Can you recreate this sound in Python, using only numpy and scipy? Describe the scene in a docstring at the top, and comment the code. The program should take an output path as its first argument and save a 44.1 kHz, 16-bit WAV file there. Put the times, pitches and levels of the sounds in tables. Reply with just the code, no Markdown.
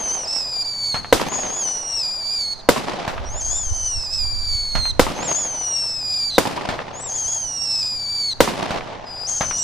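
"""A firework cake fires whistling shells over open ground at night, above town noise and a far engine's hum.
At first one shell is already whistling, pulsing fuel sounding a lengthening pipe, as an older report rolls away.
Then shells pop from their tubes, climb on falling whistles and burst as blast waves that overload the microphone.
Buildings return each report as dull slaps; roofs and trees scatter it into a long roll.
From about three to five seconds, gusts of wind buffet the microphone as low, lumpy noise."""
import sys
import numpy as np
from scipy import signal
from scipy.fft import rfft, irfft, next_fast_len
from scipy.io import wavfile
from scipy.ndimage import uniform_filter1d

SR = 44100
rng = np.random.default_rng(int(sys.argv[2]) if len(sys.argv) > 2 else 0)


def unload_wav(signal):
    """Save mono or channel-first audio to the path in sys.argv[1] as 16-bit WAV at rate SR, clipped to [-1, 1]."""
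    wavfile.write(
        sys.argv[1],
        SR,
        np.round(np.clip(np.atleast_2d(signal).T, -1, 1) * 32767).astype(np.int16),
    )


N = 424683
TIME = np.arange(N) / SR
EDGE_HZ = 15300  # upper band limit

# steady pitch of the strongest partial, one list per shell: time_s, pitch_hz
SHELL_PITCHES = [
    [(0.0, 6359), (0.096, 6060), (0.146, 6354), (0.242, 5660), (0.258, 5050), (0.284, 5342), (0.4, 5240),
     (0.46, 4940), (0.904, 4444), (0.928, 4230), (1.003, 4398)],
    [(1.26, 6120), (1.32, 6750), (1.43, 6650), (1.48, 6288), (1.578, 6890), (1.674, 5990), (1.958, 5608),
     (2.044, 4896), (2.27, 4656), (2.348, 4800), (2.454, 4336), (2.535, 4470)],
    [(3.24, 5822), (3.286, 5741), (3.3, 6200), (3.392, 7150), (3.406, 6440), (3.48, 6400), (3.578, 7210),
     (3.672, 6200), (3.854, 6070), (4.08, 4975), (4.15, 5200), (4.24, 4730), (4.43, 4696), (4.91, 4131)],
    [(5.135, 6280), (5.189, 6300), (5.257, 7440), (5.289, 6580), (5.341, 6370), (5.395, 6870),
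     (5.531, 6110), (6.055, 4915), (6.139, 4910), (6.295, 4600)],
    [(6.925, 6277), (6.997, 7006), (7.009, 8030), (7.073, 7320), (7.099, 6330), (7.161, 6780),
     (7.265, 6100), (7.283, 6600), (7.387, 6500), (7.497, 5776), (8.055, 4600), (8.163, 4666),
     (8.298, 4364)],
    [(9.05, 5100), (9.07, 4940), (9.262, 4900), (9.278, 6351), (9.332, 6550), (9.542, 5850), (9.63, 5800)],
    [(9.56, 6400), (9.602, 7700), (9.63, 7550)],
]
# behaviour of the same shells: catch_s (fuel catches), level_db, roughness_db,
# facing_s (nozzle faces the microphone), tumble_s (one turn), sputter_s (length of dying),
# sputter_level_db (relative), sputter_sag (share of pitch lost, 0-1)
SHELL_FLIGHTS = [(-.3, -25, 3, 0.098, 0.26, 0.13, -15, .02), (1.326, -25, 6.5, 1.3, 0.356, .08, -18, 0.06),
                 (3.398, -25, 12, 3.53, 0.34, 0.007, -16, .03),
                 (5.27, -24, 4.5, 5.335, 0.43, .08, -5.5, 0.12),
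                 (7.075, -24.5, 11, 7.28, 0.475, .037, -1.5, 0.06),
                 (9.273, -24.5, 13.5, 9.32, 0.27, 0.019, 0, 0), (9.55, -29, -3, 10.7, 0.32, .02, 0, 0)]


def whistles(level_db=0, wet_db=-17, ring_s=1.0):
    """Superposition and convolution: all whistles add up, with faint exponentially dying ground scatter."""
    direct = np.zeros((2, N))
    for pitch, flight in zip(SHELL_PITCHES, SHELL_FLIGHTS):
        add(direct, *whistle(*burn(pitch, *flight)))
    ground = rng.standard_normal((2, SR)) * gain_of(-60 * TIME[:SR] / ring_s)
    ground /= np.linalg.norm(ground[0])
    wet = signal.fftconvolve(direct, ground, axes=1)[:, :N]
    return gain_of(level_db) * (direct + gain_of(wet_db) * wet)


# moments when the flame nearly goes out: time_s, level_db (relative)
FALTERS = [(.264, -6), (.641, -11.5), (1.012, -8), (1.838, -3), (4.09, -4.5)]
FALTER_S, FALTER_SAG_PER_DB = .01, .006  # Gaussian width; share of pitch lost with each dB
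WARM_START_DB, WARM_END_DB, CATCH_S = -14.5, -4, 0.0121  # soft start, then a jump to full voice
TUMBLE_DB = 2.5  # swing of level as the nozzle turns towards and away
SETTLE_S = 0.29  # decay constant of the ragged start
UNSTEADY_HZ, UNSTEADY_WIDTH_HZ, UNSTEADY_DB = 5240, 230, 5.5  # the pipe turns ragged near this pitch
SPUTTER_DB = 8.5  # raggedness as the fuel runs out
LEFT_DB, OVERHEAD_DB, CLIMB_S = 2, -.5, 0.5  # from the left to about the middle
BETWEEN_EARLY_DB, BETWEEN_GROW_S = -6.5, 0.27  # in-between partials grow in after the catch


def burn(pitch, catch_s, level_db, rough_db, facing_s, tumble_s, sputter_s, last_db, sag):
    """Combustion drives the pipe: the shell warms up, catches, tumbles as it climbs and sputters out."""
    s, steady_hz = np.transpose(pitch)
    t = np.arange(s[0], s[-1] + sputter_s, 1 / SR)
    age = np.maximum(t - catch_s, 0)
    caught = np.clip(age / CATCH_S, 0, 1)
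    dying = np.clip((t - s[-1]) / CATCH_S, 0, 1)
    falter_db = sum(db * np.exp(-((t - at) / FALTER_S) ** 2) for at, db in FALTERS)
    hz = np.interp(t, s, steady_hz) * (1 - sag * dying + FALTER_SAG_PER_DB * falter_db)

    warm_db = np.interp(t, [s[0], max(catch_s, s[0])], [WARM_START_DB, WARM_END_DB])
    tumble_db = TUMBLE_DB * np.cos(2 * np.pi * (t - facing_s) / tumble_s)
    db = level_db + falter_db + (1 - caught) * warm_db
    db += caught * (1 - dying) * tumble_db + dying * last_db

    unsteady_db = UNSTEADY_DB * np.exp(-((hz - UNSTEADY_HZ) / UNSTEADY_WIDTH_HZ) ** 2)
    ragged_db = caught * (rough_db * np.exp(-age / SETTLE_S) + unsteady_db) + dying * SPUTTER_DB
    between_db = BETWEEN_EARLY_DB * np.exp(-age / BETWEEN_GROW_S)
    left_db = OVERHEAD_DB + LEFT_DB * np.exp(-age / CLIMB_S)
    return t, hz, db, ragged_db, between_db, left_db


# partials of the whistle pipe: multiple (of the strongest partial), level_db (relative)
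PIPE_PARTIALS = [(1 / 2, -21), (1, 0), (3 / 2, -13.5), (1.993, -19), (5 / 2, -18), (6 / 2, -17)]
# colour of the whistle, with the treble lost on the way down: frequency_hz, level_db (relative)
AIR_COLOUR = [(2000, -11.5), (3200, 1.5), (3700, 14), (4100, -4), (7000, -5.5), (8600, -5), (10000, -13),
              (11500, -22.5), (13000, -20.5), (15000, -23.5)]
# spectrum of the rushing gas jet: frequency_hz, level_db (per Hz, relative)
JET_SPECTRUM = [(1500, -10), (3200, -18), (4500, -11), (6500, -5.5), (8000, -5), (10000, -15), (14000, -52)]
FADE_IN_S = 0.026  # the tone creeps in


def whistle(t, hz, level, ragged_db, between_db, left_db,
            jet_db=-20, fuzz_db=-26, sputter_db=1.17, drift_db=1.43):
    """Pipe resonance: pulsing fuel sounds a pipe that lengthens as it burns, so the pitch falls."""
    size = len(t)
    unrest = gain_of(ragged_db + 2.5 * np.tanh(wander(size, hz=10)))
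    stumbles = np.maximum(wander(size, hz=35) - 1.7, 0)  # brief sags of pitch and level
    waver = .0065 * np.sqrt(unrest) * wander(size, hz=20) - .03 * stumbles
    waver += .006 * wander(size, hz=65)  # flutter
    waver -= .1 * np.exp((t - t[-1]) / .006)  # droop as the flame dies
    jitter = .22 * unrest * wander(size, hz=280)
    phase = 2 * np.pi * np.cumsum(hz * (1 + waver)) / SR + jitter

    shortness = (hz / 6500) ** 4
    dull_db = 0.11 * ragged_db + 5.3 * shortness  # a ragged or short pipe loses its outer partials
    tone = np.zeros(size)
    for k, db in PIPE_PARTIALS:
        is_between = round(2 * k) % 2  # 1 between the whole multiples
        partial_db = db + between_db * is_between + read(AIR_COLOUR, k * hz) - abs(np.log2(k)) * dull_db
        tone += gain_of(partial_db) * (k * hz < EDGE_HZ) * np.sin(k * phase)

    # a short pipe has a fuzzy undertone and hisses more
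    fuzz = wander(size, hz=260) * np.sin(phase * 3 / 4)
    fuzz += wander(size, hz=260) * np.cos(phase * 3 / 4)
    tone += gain_of(fuzz_db) * shortness * fuzz
    sputter = sputter_db * np.sqrt(unrest) * wander(size, hz=113)
    tone = evened(tone * gain_of(sputter - 1.3 * stumbles))
    hiss = evened(coloured(rng.standard_normal((2, size)), JET_SPECTRUM))
    jet = gain_of(jet_db) * np.sqrt(unrest * shortness) * hiss

    balance_db = left_db + drift_db * wander(size, hz=6.3)  # the shell tumbles
    sides = gain_of(np.array([[1], [-1]]) * balance_db)
    rise = (t - t[0]) / (FADE_IN_S if t[0] else .001)  # a shell sounding at time 0 starts at once
    edges = np.clip(np.minimum(rise, (t[-1] - t) / .001), 0, 1)
    return t[0], (tone * sides + jet) * gain_of(level) * edges


# shell bursts: start_s, strength_db (relative), tail_db (rolling tail, relative)
BURSTS = [(-.36, 5, -1), (1.1262, 0, -1), (2.6888, -1, -0.5), (4.9948, -1, -1.5), (6.3813, -2.5, 0),
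          (8.4045, 0, 0.5)]
# paths of a report, straight and off the ground and near walls: delay_ms, left_db, right_db (relative)
REPORT_PATHS = [(0, 0, 3), (1.0, -16, -17), (2.0, -8, -12), (3.05, -8, -13), (3.9, -1, -4.5),
                (5.85, -18, -18), (8.0, -19, -23)]
# scatter close to the microphone: frequency_hz, level_db (per Hz, relative), t60_s
NEAR_SCATTER = [(40, -16, .4), (110, 4.5, 0.16), (187, 1, 0.12), (300, 1, 0.21), (490, 0.5, 0.23),
                (980, -5.5, 0.22), (2200, -18.5, 0.52), (4440, -12.5, 0.27), (8150, -20, 0.37),
                (15100, -28.5, 0.24)]
# rolling tail from all around: frequency_hz, level_db (per Hz, relative), t60_s
FAR_SCATTER = [(30, -28, 0.9), (92.5, -3, 1.43), (200, 11.5, 0.95), (357, -0.5, 1.67), (735, 1.5, 2.4),
               (950, -2, 2.51), (1300, -8, 2.06), (3260, -11, 1.69), (5000, -11, 1.26), (8000, -22, 1.09),
               (14900, -16.5, 0.19)]
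# gain of the surroundings, on top of the tail's own decay: delay_s, level_db (relative)
SURROUNDINGS = [(.01, -3), (.06, -12), (.08, 3), (.16, 2.5), (.25, 6), (.33, 9.5), (.42, 6), (.55, 8),
                (1, 11), (2, 27)]


def bursts(blast_db=15, near_db=-12.0, far_db=-23, crack_db=-13):
    """Multipath propagation: each blast wave arrives by a few short paths, then scatters near and far."""
    out = np.zeros((2, N))
    u = TIME[:1024] / .0013  # blast wave lasts 1.3 ms
    wave = (1 - 2 * u) * (u < 1)  # a steep push, a slide into suction, a steep return
    band = signal.butter(1, [130, 2200], "band", fs=SR)
    wave = signal.lfilter(*band, uniform_filter1d(wave, size=3))
    crack_fade = np.exp(-TIME[:1024] / 0.0085)
    rolling = gain_of(np.interp(TIME[:2 * SR], *np.transpose(SURROUNDINGS)))
    for s, db, tail_db in BURSTS:
        for delay_ms, *sides_db in REPORT_PATHS:
            sides = gain_of(blast_db + db + np.array(sides_db))[:, None]
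            add(out, s + delay_ms / 1e3, sides * wave)
        crack = gain_of(crack_db) * rng.standard_normal((2, 1024)) * crack_fade
        add(out, s + 0.00035, crack)
        add(out, s + 0.0022, gain_of(near_db + db) * scatter(NEAR_SCATTER, SR // 2, grain_db=0.5))
        tail = rolling * scatter(FAR_SCATTER, 2 * SR, grain_db=3.2)
        add(out, s, gain_of(far_db + tail_db) * tail)
    return out


# buildings that throw every report back: delay_s, level_db (relative)
BUILDINGS = [(.072, -7), (0.1947, -12), (.229, -15)]
# colour of a building's smeared echo: frequency_hz, level_db (per Hz, relative), t60_s
WALL_SCATTER = [(60, -38, .2), (250, 9.5, 0.22), (630, -3.5, 0.1), (930, 16, 0.076), (1540, -13, 0.39),
                (3060, -9, 0.35), (6000, -66, 0.16), (14000, -47, .1)]


def echoes(slap_db=2, smear_db=-12, clutter_db=-26):
    """Reflection: house fronts return a dull slap and short smear; roofs and trees add weaker ones."""
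    out = np.zeros((2, N))
    slap = signal.lfilter(*signal.butter(2, [300, 2000], "band", fs=SR), shock(push_ms=0.34))
    for fired_s, _, _ in BURSTS:
        for delay_s, db in BUILDINGS:
            s = fired_s + delay_s
            add(out, s, gain_of(db + slap_db) * slap)
            add(out, s + 0.00099, gain_of(db + slap_db) * slap)  # bounce off the ground
            add(out, s, gain_of(db + smear_db) * scatter(WALL_SCATTER, SR // 4, grain_db=2))

    thud = signal.lfilter(*signal.butter(2, [130, 900], "band", fs=SR), shock(push_ms=1.1))
    for s, _, tail_db in BURSTS:
        for when, size, side, dull in rng.random((30, 4)):
            delay = .09 + .55 * when ** 1.5
            sides = gain_of(np.array([[6], [-6]]) * (side - 2.0))  # always to the right
            db = clutter_db + tail_db + 10 * size - 18 * delay
            add(out, s + delay, gain_of(db) * sides * (dull * thud + (1 - dull) * slap))
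    return out


# shells leaving their tubes: start_s, level_db (relative)
LAUNCHES = [(0.944, 1), (3.078, 1.5), (4.753, 1.5), (6.689, 1.5), (8.707, 0.5), (9.409, 3.5)]
# colour of a tube's pop: frequency_hz, level_db (per Hz, relative), t60_s
TUBE_SCATTER = [(40, -12.5, 0.84), (133, -8, 0.76), (338, -20, 0.3), (720, -4, 0.21), (1350, -8.5, 0.23),
                (2580, -14.5, 0.18), (5270, -21, 0.19), (9400, -35, 0.2), (15000, -104, .12)]


def launches(pop_db=-10, body_db=-23, roll_db=-41, echo_s=.102, echo_db=-9, smear_db=-28):
    """Impulsive gas release: the lift charge pops in its tube and one wall answers thinly."""
    out = np.zeros((2, N))
    pop = signal.lfilter(*signal.butter(1, 3500, fs=SR), shock(push_ms=0.82))
    thin = signal.butter(2, [900, 3300], "band", fs=SR)
    answer_fade = np.exp(-TIME[:SR // 3] / .025)
    for s, db in LAUNCHES:
        add(out, s, gain_of(db + body_db) * scatter(TUBE_SCATTER, SR // 3, grain_db=0))
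        add(out, s, gain_of(db + pop_db) * pop)
        add(out, s + 0.00132, gain_of(db + pop_db) * pop)  # bounce off the ground
        answer = gain_of(smear_db) * scatter(TUBE_SCATTER, SR // 3, grain_db=3) * answer_fade
        add(answer, 0, gain_of(echo_db) * pop)
        add(out, s + echo_s, gain_of(db) * signal.lfilter(*thin, answer))
        add(out, s, gain_of(db + roll_db) * scatter(FAR_SCATTER, SR, grain_db=2.5))
    return out


# sharp ticks of burning stars: start_s, level_db
STAR_TICKS = [(0.3845, -22), (1.2867, -12), (1.856, -37), (5.589, -36)]


def star_ticks():
    """Impulse radiation: each tick of a burning star is one tiny blast wave."""
    out = np.zeros((2, N))
    for s, db in STAR_TICKS:
        add(out, s, gain_of(db) * shock(push_ms=0.46))
    return out


# gusts on the microphone: peak_s, level_db (relative)
GUSTS = [(3.19, -32), (3.34, -26.5), (3.5, -29), (3.72, -20), (3.96, -29), (4.25, -21.5), (4.4, -25.5),
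         (4.54, -24), (4.79, -20), (5.01, -22)]
# spectrum of the buffeting: frequency_hz, level_db (per Hz, relative)
BUFFET_SPECTRUM = [(15, 1.5), (30, -2), (60, -4.5), (100, -8.5), (160, -33.5), (300, -39.5), (800, -70)]
BREEZE_DB = -47  # relative level between the gusts
GUST_DB_PER_S = 171  # how fast a gust swells and dies


def wind(wind_db=-1, lumps_db=3):
    """Turbulent pressure: wind strikes each port on its own as lumpy low noise, stronger on the right."""
    lumps = gain_of(lumps_db * wander(N, hz=25))
    buffeting = evened(coloured(rng.standard_normal((2, N)) * lumps, BUFFET_SPECTRUM))
    gusts = sum(gain_of(db - GUST_DB_PER_S * abs(TIME - s)) for s, db in GUSTS)
    force = gain_of(BREEZE_DB) + gusts
    return buffeting * gain_of(wind_db) * force * gain_of([[0], [4.5]])


# partials of the far engine: frequency_hz, level_db (rms, before the swell)
ENGINE_PARTIALS = [(91.5, -53.5), (123.8, -51), (183, -60.5), (247.6, -59)]
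# swell of the engine: time_s, level_db (relative)
ENGINE_SWELL = [(0, -15), (.9, -0.5), (1.6, -14.5), (4.6, -6.5), (6, -0.5), (9.6, -0.5)]


def engine():
    """Additive synthesis: a far engine hums as a few sines, each wavering in pitch on its own."""
    hum = np.zeros(N)
    for f, db in ENGINE_PARTIALS:
        hz = f * (1 + 0.01255 * wander(N, hz=3.6))
        hum += gain_of(db) * np.sqrt(2) * np.sin(2 * np.pi * np.cumsum(hz) / SR)
    return hum * gain_of(np.interp(TIME, *np.transpose(ENGINE_SWELL)))


# night background: frequency_hz, level_db (per Hz, relative)
TOWN_SPECTRUM = [(25, -38), (60, -17), (120, 6), (200, -4), (400, -7), (750, -5.5), (1050, -7.5),
                 (1600, -10.5), (3000, -24.5), (6000, -18.5), (10000, -58), (15000, -51)]


def town(floor_db=-45):
    """Diffuse field: distant town noise is steady, spectrally shaped noise."""
    hz, t, z = air_noise(N)
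    return gain_of(floor_db) * evened(sounded(z * gain_of(read(TOWN_SPECTRUM, hz))[:, None], N))


# likeness of diffuse sound at the two ports: frequency_hz, likeness (correlation, 0-1)
PORT_LIKENESS = [(30, .2), (120, 0.18), (300, 0.19), (600, 0.51), (1200, 0.37), (2500, 0.62), (5000, 0.59),
                 (12000, 0.067)]


def air_noise(size):
    """Spatial coherence: short-time spectra of diffuse noise, partly shared by the two ports."""
    hz, t, z = signal.stft(rng.standard_normal((2, size)), SR, nperseg=512, noverlap=384)
    same = np.clip(read(PORT_LIKENESS, hz), -1, 1)[:, None]
    return hz, t, np.array([z[0], same * z[0] + np.sqrt(1 - same ** 2) * z[1]])


def sounded(z, size):
    """Overlap-add: short-time spectra back to sound."""
    return signal.istft(z, SR, nperseg=512, noverlap=384)[1][:, :size]


def scatter(bands, size, grain_db):
    """Reverberation: many small reflections, each band dying at its own speed; rms about 1 at the start."""
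    hz, t, z = air_noise(size)
    colour = evened(gain_of(read(bands, hz)))[:, None]
    t60_s = np.maximum(read(bands, hz, axis=2), .01)[:, None]
    fade = gain_of(-60 * t / t60_s)
    grain = evened(gain_of(grain_db * wander(size, hz=68.0)))
    return sounded(z * colour * fade, size) * grain


def shock(push_ms):
    """Blast wave: a sudden push followed by a longer suction."""
    u = np.arange(1024) / SR * 1000 / push_ms
    return (1 - u) * np.exp(-u)


def wander(size, hz):
    """Low-pass noise: random motion of rms 1, mostly no faster than about hz."""
    padded = next_fast_len(size)
    f = np.fft.rfftfreq(padded, 1 / SR)
    spectrum = rfft(rng.standard_normal(padded)) / (1 + (f / hz) ** 2)
    return evened(irfft(spectrum, padded)[:size])


def coloured(x, points):
    """Linear filtering: gives a sound a spectrum."""
    size = next_fast_len(x.shape[-1])
    gain = gain_of(read(points, np.fft.rfftfreq(size, 1 / SR)))
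    return irfft(rfft(x, size) * gain, size)[..., :x.shape[-1]]


def read(points, hz, axis=1):
    """Log-frequency interpolation: reads one column of a table."""
    columns = np.transpose(points)
    return np.interp(np.log(hz + 1), np.log(columns[0] + 1), columns[axis])


def gain_of(db):
    """Level law: decibels to amplitude."""
    return 10 ** (np.asarray(db) / 20)


def evened(x):
    """Power normalization: scales to rms 1."""
    return x / np.sqrt(np.mean(x ** 2) + 1e-20)


def add(mix, s, sound):
    """Superposition: adds a sound at time s, trimmed to the mix."""
    at = round(s * SR)
    sound = sound[..., max(-at, 0):]
    part = mix[:, max(at, 0):][:, :sound.shape[-1]]
    part += sound[..., :part.shape[-1]]


def scene():
    """Superposition: everything that reaches the microphone."""
    fireworks = whistles() + bursts() + echoes() + launches() + star_ticks()
    return fireworks + wind() + engine() + town()


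def record(dry):
    """Saturation and band limiting: loud reports overload the microphone, then the top is cut."""
    clipped = dry / (1 + dry ** 6) ** (1 / 6)
    low_pass = signal.firwin(511, EDGE_HZ, window=("kaiser", 8), fs=SR)
    return signal.oaconvolve(clipped, low_pass[None], "same")


dry = scene()
out = record(dry)
unload_wav(out)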